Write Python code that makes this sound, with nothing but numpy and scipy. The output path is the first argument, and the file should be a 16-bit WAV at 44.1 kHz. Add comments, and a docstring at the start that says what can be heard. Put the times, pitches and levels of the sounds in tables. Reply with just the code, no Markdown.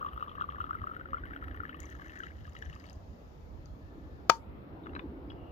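"""From the start a hot drink is poured from a steel flask into a mug outdoors: random splashes ring the mug's
air column, which rises in pitch as it fills, while bubbles pop as swelling tones and droplets tick; it ends at 3 s.
From 1.8 to 4.4 s the left treble is raised. One small handling tick comes at 3.66 s; at 4.3 s the stopper clicks
shut: noise cracks and a modal ring; the other ticks follow from 4.86 s. Throughout: distant noise bands (rumble,
wash, drone) and hiss; faint whistles now and then. The flask stands left of a close pair; sparse taps echo it all."""
import sys
import numpy as np
from scipy import signal
from scipy.fft import rfft, irfft
from scipy.io import wavfile
from scipy.ndimage import uniform_filter1d

SR = 44100
rng = np.random.default_rng(int(sys.argv[2]) if len(sys.argv) > 2 else 0)


def store_wav(level_fs):
    """Save 16-bit WAV to argv[1]."""
    pcm = np.round(np.clip(np.atleast_2d(level_fs), -1, 1) * 32767)
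    wavfile.write(sys.argv[1], SR, pcm.T.astype(np.int16))


N = 243359

# popping bubbles, each with a small bright one; levels relative:
# t/s, level/dB, f/Hz, bright level/dB, bright f/Hz, kick to the second ring/dB
BUBBLES = [(0.0124, -39, 1116, -75, 2390, -72), (0.0272, -34.5, 1230, -64, 2850, -65),
           (0.0478, -34, 1170, -65, 2680, -62), (0.063, -32.5, 1120, -48.5, 3200, -68),
           (0.0872, -44, 1130, -49, 3260, -65), (0.132, -46, 1270, -52, 3040, -64),
           (0.163, -47, 1210, -58, 3180, -58), (0.1768, -34.5, 1247, -53, 3300, -60),
           (0.212, -44, 1175, -50, 2780, -59), (0.2258, -30, 1204, -45, 2950, -61),
           (0.281, -39.5, 1173, -51, 3270, -68), (0.294, -46, 1240, -45, 3220, -62),
           (0.3153, -42, 1180, -52, 3300, -61), (0.3523, -41.5, 1200, -78, 2690, -66),
           (0.382, -39.5, 1155, -74, 2620, -68), (0.406, -53, 1380, -44.5, 3270, -57),
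           (0.4114, -29, 1227, -48, 2750, -56), (0.42, -31.5, 1370, -44, 3250, -56),
           (0.4408, -36.5, 1190, -63, 2300, -67), (0.4898, -33.5, 1190, -68, 2780, -67),
           (0.501, -59, 1260, -46, 3200, -63), (0.5227, -45, 1270, -54, 3250, -65),
           (0.5466, -41, 1170, -57, 3180, -63), (0.5835, -40, 1160, -63, 3050, -55),
           (0.6045, -30, 1270, -52.5, 3100, -52), (0.6112, -34, 1325, -45, 3030, -59),
           (0.6414, -35, 1270, -48.5, 3280, -58), (0.6935, -44, 1185, -80, 2840, -64),
           (0.7088, -28, 1267, -79, 2760, -66), (0.7512, -34.5, 1310, -63, 3350, -57),
           (0.817, -38.5, 1245, -53.5, 3120, -60), (0.84, -34.5, 1192, -58, 2900, -59),
           (0.8706, -34, 1295, -61, 2710, -60), (0.8968, -40.5, 1250, -75, 2740, -60),
           (0.9157, -39, 1315, -82, 2730, -58), (0.936, -45, 1300, -72, 2320, -53),
           (0.9652, -38, 1400, -71, 2880, -51), (0.998, -45, 1280, -79, 2900, -57),
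           (1.011, -40.5, 1450, -62, 2830, -56), (1.0568, -40.5, 1390, -66, 3080, -57),
           (1.0873, -49, 1240, -64, 2900, -62), (1.1324, -30, 1220, -51, 2770, -51),
           (1.1441, -30.5, 1324, -57, 2760, -53), (1.1699, -40, 1400, -62, 2340, -58),
           (1.1827, -45, 1150, -52.5, 3170, -60), (1.2366, -40, 1510, -61, 2700, -58),
           (1.255, -52, 1110, -50, 2980, -55), (1.308, -44.5, 1310, -62, 2920, -52),
           (1.3353, -41, 1570, -49, 2200, -50), (1.3623, -39, 1420, -48.5, 3100, -51),
           (1.425, -40.5, 1320, -74, 2860, -55), (1.441, -46, 1330, -67, 2800, -50),
           (1.481, -42.5, 1310, -55, 2650, -51), (1.5126, -51, 1560, -55, 3250, -54),
           (1.5458, -49, 1750, -52, 2870, -55), (1.6033, -33.5, 1380, -72, 2360, -50),
           (1.6344, -38.5, 1280, -76, 2820, -47), (1.6531, -37, 1690, -70, 2340, -47),
           (1.6939, -41, 1370, -44, 2980, -54), (1.7285, -46, 1800, -55, 2680, -53),
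           (1.7445, -44, 1160, -46.5, 2700, -53), (1.7913, -55, 1290, -54, 3070, -58),
           (1.831, -57, 1750, -54, 2700, -58), (1.914, -52, 1750, -63, 2740, -54),
           (1.9514, -51.5, 1670, -67, 2950, -57), (2.0188, -44.5, 1610, -59, 3040, -54),
           (2.0595, -50, 1730, -65, 2370, -56), (2.0824, -57, 1850, -57, 2710, -55),
           (2.0957, -49, 1790, -47, 2670, -56), (2.158, -52, 1190, -53, 2300, -56),
           (2.174, -49, 1770, -52, 2670, -53), (2.2034, -36.5, 1580, -53, 3070, -47),
           (2.2347, -41.5, 1336, -41, 2940, -53), (2.2662, -69, 1600, -57, 3060, -58),
           (2.284, -64, 1970, -53, 2860, -56), (2.4528, -49, 1670, -57, 2860, -57),
           (2.4776, -50.5, 1200, -58, 2730, -65), (2.5515, -48.5, 1270, -52, 3130, -45),
           (2.5659, -46, 1930, -45.5, 2840, -49), (2.6242, -39, 1700, -49.5, 3200, -46),
           (2.6598, -46.5, 1750, -53, 2930, -56), (2.698, -50, 1830, -52, 2870, -58),
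           (2.7288, -53, 1220, -48, 2820, -57), (2.7608, -50.5, 1180, -55, 2600, -62),
           (2.8402, -55, 1160, -52.5, 2210, -58)]


def amp(db):
    """Decibels to gain."""
    return 10 ** (np.asarray(db) / 20)


def evened(x):
    """Scales to rms 1."""
    return x / np.sqrt(np.mean(x ** 2) + 1e-20)


def read(points, hz):
    """Interpolates a spectrum table on a log-frequency axis."""
    f, value = np.transpose(points)
    return np.interp(np.log(hz + 1), np.log(f + 1), value)


def curve(rows, t, axis):
    """Interpolates one column of a time table."""
    rows = np.array(rows)
    return np.interp(t, rows[:, 0], rows[:, axis])


def add(mix, s, sound):
    """Mixes a sound in at s seconds."""
    part = mix[round(s * SR):][:len(sound)]
    part += sound[:len(part)]


def resonate(x, hz, width):
    """One-pole resonance: shifts hz (may vary) down to zero, smooths, shifts back."""
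    turn = np.exp(2j * np.pi * np.cumsum(hz * np.ones(len(x))) / SR)
    r = np.exp(-np.pi * width / SR)
    return 2 * (turn * signal.lfilter([1 - r], [1, -r], x / turn)).real


def twice(x, hz, width):
    """Two equal resonances in series, for steeper skirts; peak gain near 1."""
    return resonate(resonate(x, hz, width), hz, width)


def narrow(x, hz, width):
    """Steep resonance scaled to rms 1."""
    return evened(twice(x, hz, width))


def drift(seconds):
    """Slow random curve of rms 1: noise averaged twice."""
    n = round(seconds * SR)
    return evened(uniform_filter1d(uniform_filter1d(rng.standard_normal(N), n), n))


def colour(points):
    """Minimum-phase filter taps with the given dB spectrum."""
    hz = abs(np.fft.fftfreq(4096, 1 / SR))
    log_gain = np.log(amp(np.maximum(read(points, hz), -100)))
    return np.fft.ifft(np.exp(log_gain - 1j * signal.hilbert(log_gain).imag)).real[:2048]


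def ping(db, hz, t60, glide, rise):
    """Decaying sine with a rounded start; glide raises its pitch."""
    t = np.arange(2600) / SR
    t60 = max(t60, .003)
    envelope = amp(db - 60 * t / t60) * (1 - np.exp(-t / rise)) ** 2
    return envelope * np.sin(2 * np.pi * hz * t * (1 + glide * t))


def bubble(db, hz, length, glide):
    """A few cycles that swell to db at length seconds and die, rising in pitch."""
    t = np.arange(1800) / SR
    u = t / max(length, .0004)
    swell = (u * np.exp(1 - u)) ** 1.4
    return amp(db) * swell * np.sin(2 * np.pi * hz * t * (1 + glide * t))


def noise(points, leaning, patchy_db):
    """Two-channel noise, rms 1, level drifting in patches over time and frequency."""
    # f/Hz, left-right likeness (1 = same)
    likeness = [(60, 0.82), (130, 1), (290, 0.58), (640, 0.13), (1410, -0.4), (3100, -0.19), (6820, 0.63),
                (15000, 1)]
    hz = np.fft.rfftfreq(2048, 1 / SR)
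    a, b, c, d, patches = rng.standard_normal((N // 512 + 5, 1025, 5)).T
    patches = evened(uniform_filter1d(uniform_filter1d(patches, 12, 0), 8, 1))
    same = np.clip(read(likeness, hz), -1, 1)[:, None]
    left = a + 1j * b
    right = same * left + np.sqrt(1 - same ** 2) * (c + 1j * d)
    half_lean_db = read(leaning, hz)[:, None] / 2
    shape_db = read(points, hz)[:, None] + patchy_db * patches
    z = np.array([left, right]) * amp(shape_db + np.array([half_lean_db, -half_lean_db]))
    return evened(signal.istft(z, nperseg=2048, noverlap=1536)[1][:, :N])


def outdoors():
    """Distant rumble, wash and fuzzy drone, plus hiss: shaped noise under level curves."""
    # distant sounds: t/s, wash level/dB, drone level/dB
    far = [(0, -52.5, -67), (.75, -53.5, -61.5), (1.49, -53, -53), (2.2, -56, -60.5), (2.6, -55, -85),
           (3.6, -54.5, -80), (4.0, -54, -52), (4.3, -53, -69), (4.6, -50, -59.5), (5.04, -51, -46),
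           (5.52, -51, -55)]
    # noise spectra: f/Hz, relative density/dB per Hz
    rumble_shape = [(12, -60.5), (20, -36.5), (30, -38), (59, 9), (82, 2), (113, -11.5), (200, -15),
                    (260, -39), (440, -120)]
    wash_shape = [(59, -49.5), (100, -3), (298, -5), (367, -9), (505, -9), (1070, -17.5), (1320, -18),
                  (1480, -23.5), (1780, -25.5), (3580, -38), (9000, -64), (11700, -100.5), (19800, -120)]
    # microphone hiss: f/Hz, relative density/dB per Hz
    hiss_shape = [(4120, -25.5), (7000, -10.5), (7480, -19), (10600, -1.5), (11800, 1), (13800, 7.5),
                  (16000, -9)]
    # far sounds: f/Hz, left minus right/dB
    far_lean = [(60, -2), (180, 0), (550, 1.5), (1650, 1.5), (4970, 12), (15000, -11)]
    # hiss: f/Hz, left minus right/dB
    hiss_lean = [(60, 0.5), (130, -0.5), (290, 0), (640, -1), (1410, 7), (3100, 5), (6820, 6.5),
                 (15000, -7.5)]
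    start_db, fade_db_per_s, swell_db, hiss_db = -48, 0.54, -4, -87
    drone_hz, drone_width_hz = 293, 130
    t = np.arange(N) / SR
    rumble_db = start_db - fade_db_per_s * t + swell_db * drift(0.037)
    rumble = amp(rumble_db) * noise(rumble_shape, far_lean, patchy_db=0)
    wash = amp(curve(far, t, axis=1)) * noise(wash_shape, far_lean, patchy_db=1.5)
    drone = amp(curve(far, t, axis=2)) * narrow(rng.standard_normal(N), drone_hz, drone_width_hz)
    return rumble + wash + drone + amp(hiss_db) * noise(hiss_shape, hiss_lean, patchy_db=0)


def whistles():
    """Faint whistles: narrow noise bands faded in and out."""
    # start/s, end/s, f/Hz, width/Hz, level/dB
    whistle_rows = [(0.93, 1.2, 543, 13, -60.5), (3.74, 4.29, 1734, 81, -70), (4.4, 4.442, 2240, 21, -70),
                    (4.831, 4.869, 3670, 300, -68.5), (5.285, 5.335, 5010, 370, -76.5),
                    (5.325, 5.603, 2820, 250, -71)]
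    out = np.zeros(N)
    for start, end, hz, width, db in whistle_rows:
        n = round((end - start) * SR)
        tone = narrow(rng.standard_normal(N // 6), hz, width)[-n:]
        add(out, start, amp(db) * tone * signal.windows.tukey(n, .5))
    return out


def handling_ticks():
    """Small knocks: a ping plus decaying noise in narrow bands."""
    # t/s, level/dB, f/Hz, then relative to level: middle knock/dB, low knock/dB, thin treble/dB
    tick_rows = [(3.6572, -69.5, 4580, -10, -6, 1.5), (4.8584, -59, 2900, -18, 3, -22),
                 (4.8679, -60, 3420, 6, 11, -14), (4.893, -58.5, 2760, -5, -4, -22),
                 (4.933, -65, 3900, -10, 7.5, -20), (4.9507, -43.5, 3960, 2, -8, -22),
                 (4.9626, -62.5, 4200, 1, 18, -18), (4.9924, -48.5, 3550, 11.5, 0.5, -28),
                 (5.025, -74, 4190, -8, -8, -7.5), (5.301, -44.5, 3330, -29, -20, -32),
                 (5.3038, -48.5, 2970, -23, -18, -33), (5.317, -62, 2820, -4, 3, -20)]
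    tick_t60_s = 0.043
    out = np.zeros(N)
    t = np.arange(900) / SR
    for s, db, hz, middle_db, low_db, thin_db in tick_rows:
        crack = rng.standard_normal(900) * amp(-60 * t / 0.02) * (1 - np.exp(-t / 0.00016))
        crack = narrow(crack, 1930, 1700) / 3  # soft plastic has little treble
        thin = rng.standard_normal(130) * np.hanning(130)
        add(out, s, ping(db + 2.0, hz, tick_t60_s, glide=0, rise=0.00032))
        add(out, s, amp(db - 18.5) * narrow(crack, hz, 790))
        add(out, s, amp(db + thin_db) * narrow(thin, 4200, 3700))
        add(out, s, amp(db + middle_db - 12.5) * narrow(crack, 2460, 604))
        add(out, s, amp(db + low_db + 2.5) * narrow(crack, 1150, 450))
    return out


def stopper():
    """Each blow is a shaped noise crack plus the decaying modes of stopper and flask."""
    # modes of stopper and steel body: f/Hz, relative level/dB, t60/s
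    modes = [(376, -25.5, 0.052), (529, -12, .022), (694, -1, 0.013), (1184, -7.5, 0.02),
             (1248, -1.5, 0.022), (913, -18, .145), (4470, -19, .02), (1613, -27.5, .018),
             (2408, -11.5, .02), (2975, -15.5, 0.019), (5670, -28, 0.013), (6050, -27, 0.01185)]
    # crack spectrum: f/Hz, relative level/dB
    crack_shape = [(300, -36), (1300, 11.5), (3000, 1), (6500, -10.5), (7800, -23), (12000, -21),
                   (15500, -16.5)]
    # blows as it snaps shut, the last an echo: t/s, crack peak/dB, ring peak/dB (before panning)
    blows = [(4.2945, -28.5, -43.5), (4.2966, -33.5, -3), (4.2978, -11.5, -29), (4.318, -47.5, -28.5)]
    t = np.arange(12000) / SR
    ring = sum(amp(db - 60 * t / t60) * np.sin(2 * np.pi * hz * t) for hz, db, t60 in modes)
    ring *= 1 - np.exp(-t / 0.00081)
    out = np.zeros(N)
    for s, crack_db, ring_db in blows:
        rattle = rng.standard_normal(500) * amp(-60 * t[:500] / 0.017)
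        crack = np.convolve(rattle, colour(crack_shape))
        add(out, s, amp(crack_db) * crack / abs(crack).max())
        add(out, s, -amp(ring_db) * ring / abs(ring).max())
    return out


def droplets():
    """Droplets tick on the surface: a thin noise crack and a ping of rising pitch."""
    # t/s, relative level/dB, f/Hz at onset, t60/s
    droplet_rows = [(0.1421, -51, 12400, 0.01), (0.1815, -64, 12900, 0.007), (0.2249, -64, 4350, 0.007),
                    (0.2603, -62, 13300, 0.007), (0.4055, -65, 4000, 0.007), (0.418, -49, 4060, 0.007),
                    (0.5651, -62, 12100, 0.007), (0.618, -52, 4000, 0.007), (0.7083, -58, 13500, 0.007),
                    (0.7507, -50.5, 12300, 0.007), (0.9707, -52, 13400, 0.007), (1.256, -49, 13200, 0.007),
                    (1.3573, -61, 12500, 0.007), (1.4815, -49, 4110, 0.0062), (1.508, -67, 13200, 0.007),
                    (1.5439, -57, 6200, 0.0086), (1.563, -47, 13600, 0.007), (1.709, -62, 14200, 0.007),
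                    (1.7656, -51, 4040, 0.0063), (1.8029, -36.5, 6600, 0.0043), (1.8308, -51, 6640, 0.0088),
                    (1.8556, -49, 6040, 0.013), (1.9008, -48.5, 6360, 0.005), (1.952, -58, 6500, 0.0062),
                    (2.0443, -63, 6030, 0.007), (2.0597, -61, 6160, 0.007), (2.082, -57, 5930, 0.0076),
                    (2.1906, -49.5, 6200, 0.006), (2.2348, -66, 6500, 0.007), (2.2648, -68, 6820, 0.007),
                    (2.4389, -62, 5050, 0.007), (2.4698, -59, 4900, 0.007), (2.4954, -56, 6850, 0.005),
                    (2.5336, -55, 5000, 0.007), (2.5526, -56, 4900, 0.007), (2.589, -51.5, 6200, 0.0032),
                    (2.6224, -53.5, 5340, 0.0076), (2.6535, -55, 5970, 0.0095), (2.6986, -59, 5910, 0.0082),
                    (2.7515, -53, 4940, 0.01), (2.7985, -54, 4750, 0.021), (2.8395, -65, 6300, 0.007),
                    (2.8654, -53, 4350, 0.021), (2.8978, -44.5, 4860, 0.0093),
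                    (2.9306, -53.5, 6340, 0.0065), (2.9557, -57, 4890, 0.007)]
    crack_db = -15.5
    out = np.zeros(N)
    for s, db, hz, t60 in droplet_rows:
        thin = np.diff(rng.standard_normal(101)) * np.hanning(100) ** 2
        add(out, s, amp(db + crack_db) * thin)
        add(out, s, ping(db - 6.5, hz, t60, glide=3.7, rise=0.00017))
    return out


def popping_bubbles():
    """Each loud bubble is a swelling tone of rising pitch with a small bright one beside it."""
    # cycles to the peak, at the onset pitch
    peak_cycles, cycles_spread, bright_peak_cycles = 3.02, 0.16, 2.9
    out = np.zeros(N)
    cycles = peak_cycles * np.exp(cycles_spread * rng.uniform(-0.81, 1, len(BUBBLES)))
    for (s, db, hz, bright_db, bright_hz, _), n in zip(BUBBLES, cycles):
        add(out, s - .001, bubble(db + 6.5, hz, n / hz, glide=1.2))
        add(out, s - .0003, bubble(bright_db - 0.5, bright_hz, bright_peak_cycles / bright_hz, glide=1.9))
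    return out


def small_bubbles(low_db, high_db):
    """Bubbles of sixteen sizes pop at random; low and high ones follow their own level."""
    total_per_s, low_hz, high_hz = 130, 1076, 2093
    out = np.zeros(N)
    for share in np.linspace(0, 1, 16):
        hz = low_hz * (high_hz / low_hz) ** share
        toward_high = np.clip(1.8 * share - 0.8, 0, 1)
        sizes = amp(6.2 * np.minimum(rng.exponential(1, N), 3))
        sizes *= rng.random(N) < total_per_s / 16 / SR
        level_db = low_db + toward_high * (high_db - low_db)
        out += signal.oaconvolve(sizes * amp(level_db), bubble(0, hz, 3.0 / hz, glide=7.1))[:N]
    return out


def stream():
    """Clumped random splashes excite the mug's air column and upper rings; fine spray on top."""
    # relative levels: t/s, air column/dB, second ring/dB, upper colour/dB, fine spray/dB
    pour = [(0, -50.5, -54, -57, -82), (.5, -57, -45.5, -59.5, -85.5), (.8, -52.5, -45.5, -58.5, -83),
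            (1.05, -63.5, -40.5, -61.5, -87), (1.5, -63.5, -38, -62, -82.5), (2.0, -66, -39.5, -58, -83),
            (2.25, -61.5, -35, -67, -86), (2.4, -78, -48, -60.5, -89), (2.75, -73, -41, -65, -90),
            (3.0, -69, -54, -55, -91)]
    # upper colour of the splashes: f/Hz, width/Hz, relative level/dB
    splash_bands = [(2810, 710, 4), (3790, 134, -2.5), (5830, 830, -56)]
    # second ring of the mug: mean f/Hz, width/Hz
    second_ring = (1797, 340)
    column_hz, rise_hz_per_s, nearly_full_s = 1191, 68, 1.45
    pour_end_s, fade_s, gush_s, gush_power = 3.0, 0.11, 0.01, 0.27
    t = np.arange(N) / SR
    flow_db, second_db, upper_db, spray_db = (curve(pour, t, axis=k) for k in range(1, 5))
    column = column_hz + rise_hz_per_s * np.minimum(t, nearly_full_s)
    sizes = amp(3.5 * np.minimum(rng.exponential(1, (3, N)), 4)) * rng.choice([-1, 1], (3, N))
    hits_per_s = np.array([[700], [300], [3000]])  # column, second ring, spray
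    hits = sizes * (rng.random((3, N)) < hits_per_s / SR)

    # random clumping; the flow gushes around each loud bubble
    clumps = amp(3 * evened(uniform_filter1d(rng.standard_normal(N), 500)))
    popped = np.zeros(N)
    popped[[round(row[0] * SR) for row in BUBBLES]] = amp([row[1] for row in BUBBLES])
    gush = signal.oaconvolve(popped, np.hanning(round(2 * gush_s * SR)), "same")
    gush_ratio = abs(gush) / (uniform_filter1d(gush, SR // 3) + 1e-6)
    clumps = clumps * (0.67 + gush_ratio) ** gush_power

    wander = 1 + 0.008 * evened(uniform_filter1d(rng.standard_normal(N), 500))  # pitch wobble
    body = amp(flow_db) * narrow(hits[0] * clumps, column * wander, 220)
    spray = amp(spray_db) * narrow(hits[2] * clumps, 13170, 2700)

    # each loud bubble kicks the second ring and leaves a fading fizz
    kicks, fizz, after = np.zeros(N), np.zeros(N), np.arange(1500) / SR
    for s, _, _, bright_db, _, kick_db in BUBBLES:
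        add(kicks, s, amp(kick_db + 19.5) * rng.choice([-1, 1]) * np.hanning(12))
        add(fizz, s, amp(bright_db - 60 * after / 0.096) * rng.standard_normal(1500))
    splashes = evened((hits[1] + .3 * hits[0]) * clumps ** 1.1)
    second = twice(amp(second_db) * splashes + kicks, second_ring[0] * wander, second_ring[1])
    small = small_bubbles(flow_db + 2.5, second_db - 25)
    upper_drive = amp(upper_db) * splashes + amp(-2.0) * fizz
    upper = sum(amp(db) * twice(upper_drive, hz, width) for hz, width, db in splash_bands)
    fade_out = np.clip((pour_end_s - t) / fade_s, 0, 1)
    return fade_out * (body + second + upper + spray + small)


def yard(x):
    """Echoes: sparse taps of random sign, each band with its own level and decay."""
    # f/Hz, relative level/dB, t60/s (clipped to 0.03-0.4 s below)
    echo_bands = [(300, -30, 0.067), (1000, -14.5, 0.18), (2510, -14.5, 0.11), (4680, -12, 0.21),
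                  (6500, -9.5, 0.2), (9000, -13.5, 0.66), (14000, -16, .16)]
    taps = np.zeros((2, 12000))
    at = np.arange(200, 11960, 20) + rng.integers(0, 20, (2, 588))
    np.put_along_axis(taps, at, rng.choice([-1., 1.], at.shape), 1)
    hz, t, z = signal.stft(taps, SR, nperseg=128)
    level_db, t60 = (read(np.array(echo_bands)[:, [0, k]], hz)[:, None] for k in (1, 2))
    decay = amp(-60 * t / np.clip(t60, .03, .4))
    decay /= np.sqrt(20 * (decay ** 2).sum(1, keepdims=True) / 6)  # level independent of t60
    tail = signal.istft(z * decay * amp(level_db), SR, nperseg=128)[1]
    return signal.fftconvolve(x[None], tail, axes=1)[:, :N]


def at_left(x, leaning, lag_s):
    """A close source at the left: level difference per frequency, later on the right."""
    hz = np.fft.rfftfreq(N, 1 / SR)
    right_ratio, z = amp(-read(leaning, hz)), rfft(x)
    left = z * 2 / (1 + right_ratio)
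    right = left * right_ratio * np.exp(-2j * np.pi * hz * lag_s)
    return irfft(np.array([left, right]), N)


def scene():
    """Mug and flask close by with their echoes, over the distant sounds."""
    # mug: f/Hz, left minus right/dB
    mug_lean = [(300, 0), (950, 4), (1500, 6), (3100, 7.5), (6000, 9), (15000, 6)]
    # stopper: f/Hz, left minus right/dB
    stopper_lean = [(200, 1), (500, 8.5), (1000, 9.5), (2200, 7), (4200, 19), (8000, 15), (14000, 14)]
    # microphone housing dulls one band of the close sounds: f/Hz, gain/dB
    housing = [(7000, -1), (7900, -2), (10000, 0.5), (11800, 0.5)]
    small = stream() + popping_bubbles() + droplets() + handling_ticks() + whistles()
    click = stopper()
    near = at_left(small, mug_lean, lag_s=0.00033) + at_left(click, stopper_lean, lag_s=.0001)
    close = near + yard(click + amp(2.5) * small)
    housing_gain = amp(read(housing, np.fft.rfftfreq(N, 1 / SR)))
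    return irfft(rfft(close) * housing_gain, N) + outdoors()


def record(dry):
    """The left treble lifts for a while; overload clips; then the band limit."""
    # left treble: t/s, gain/dB (times the share)
    lift = [(0, -1.5), (1.79, -3), (1.805, 15), (3, 19), (4.37, 12), (4.4, -6.5), (5.52, -1.5)]
    # f/Hz, share of the gain
    lift_band = [(2500, 0), (3800, 0.25), (5000, 0.57), (7000, 1.01), (7600, 0.56), (11000, 0.15),
                 (12500, 0)]
    edge_hz = 16150
    hz, t, z = signal.stft(dry[0], SR, nperseg=512)
    lift_db = read(lift_band, hz)[:, None] * curve(lift, t, axis=1)
    left = signal.istft(z * amp(lift_db), SR, nperseg=512)[1][:N]
    both = np.clip([left, dry[1]], -1, 1)
    low_pass = signal.firwin(511, edge_hz, window=("kaiser", 9), fs=SR)
    return signal.oaconvolve(both, low_pass[None], "same")


dry = scene()
out = record(dry)
store_wav(out)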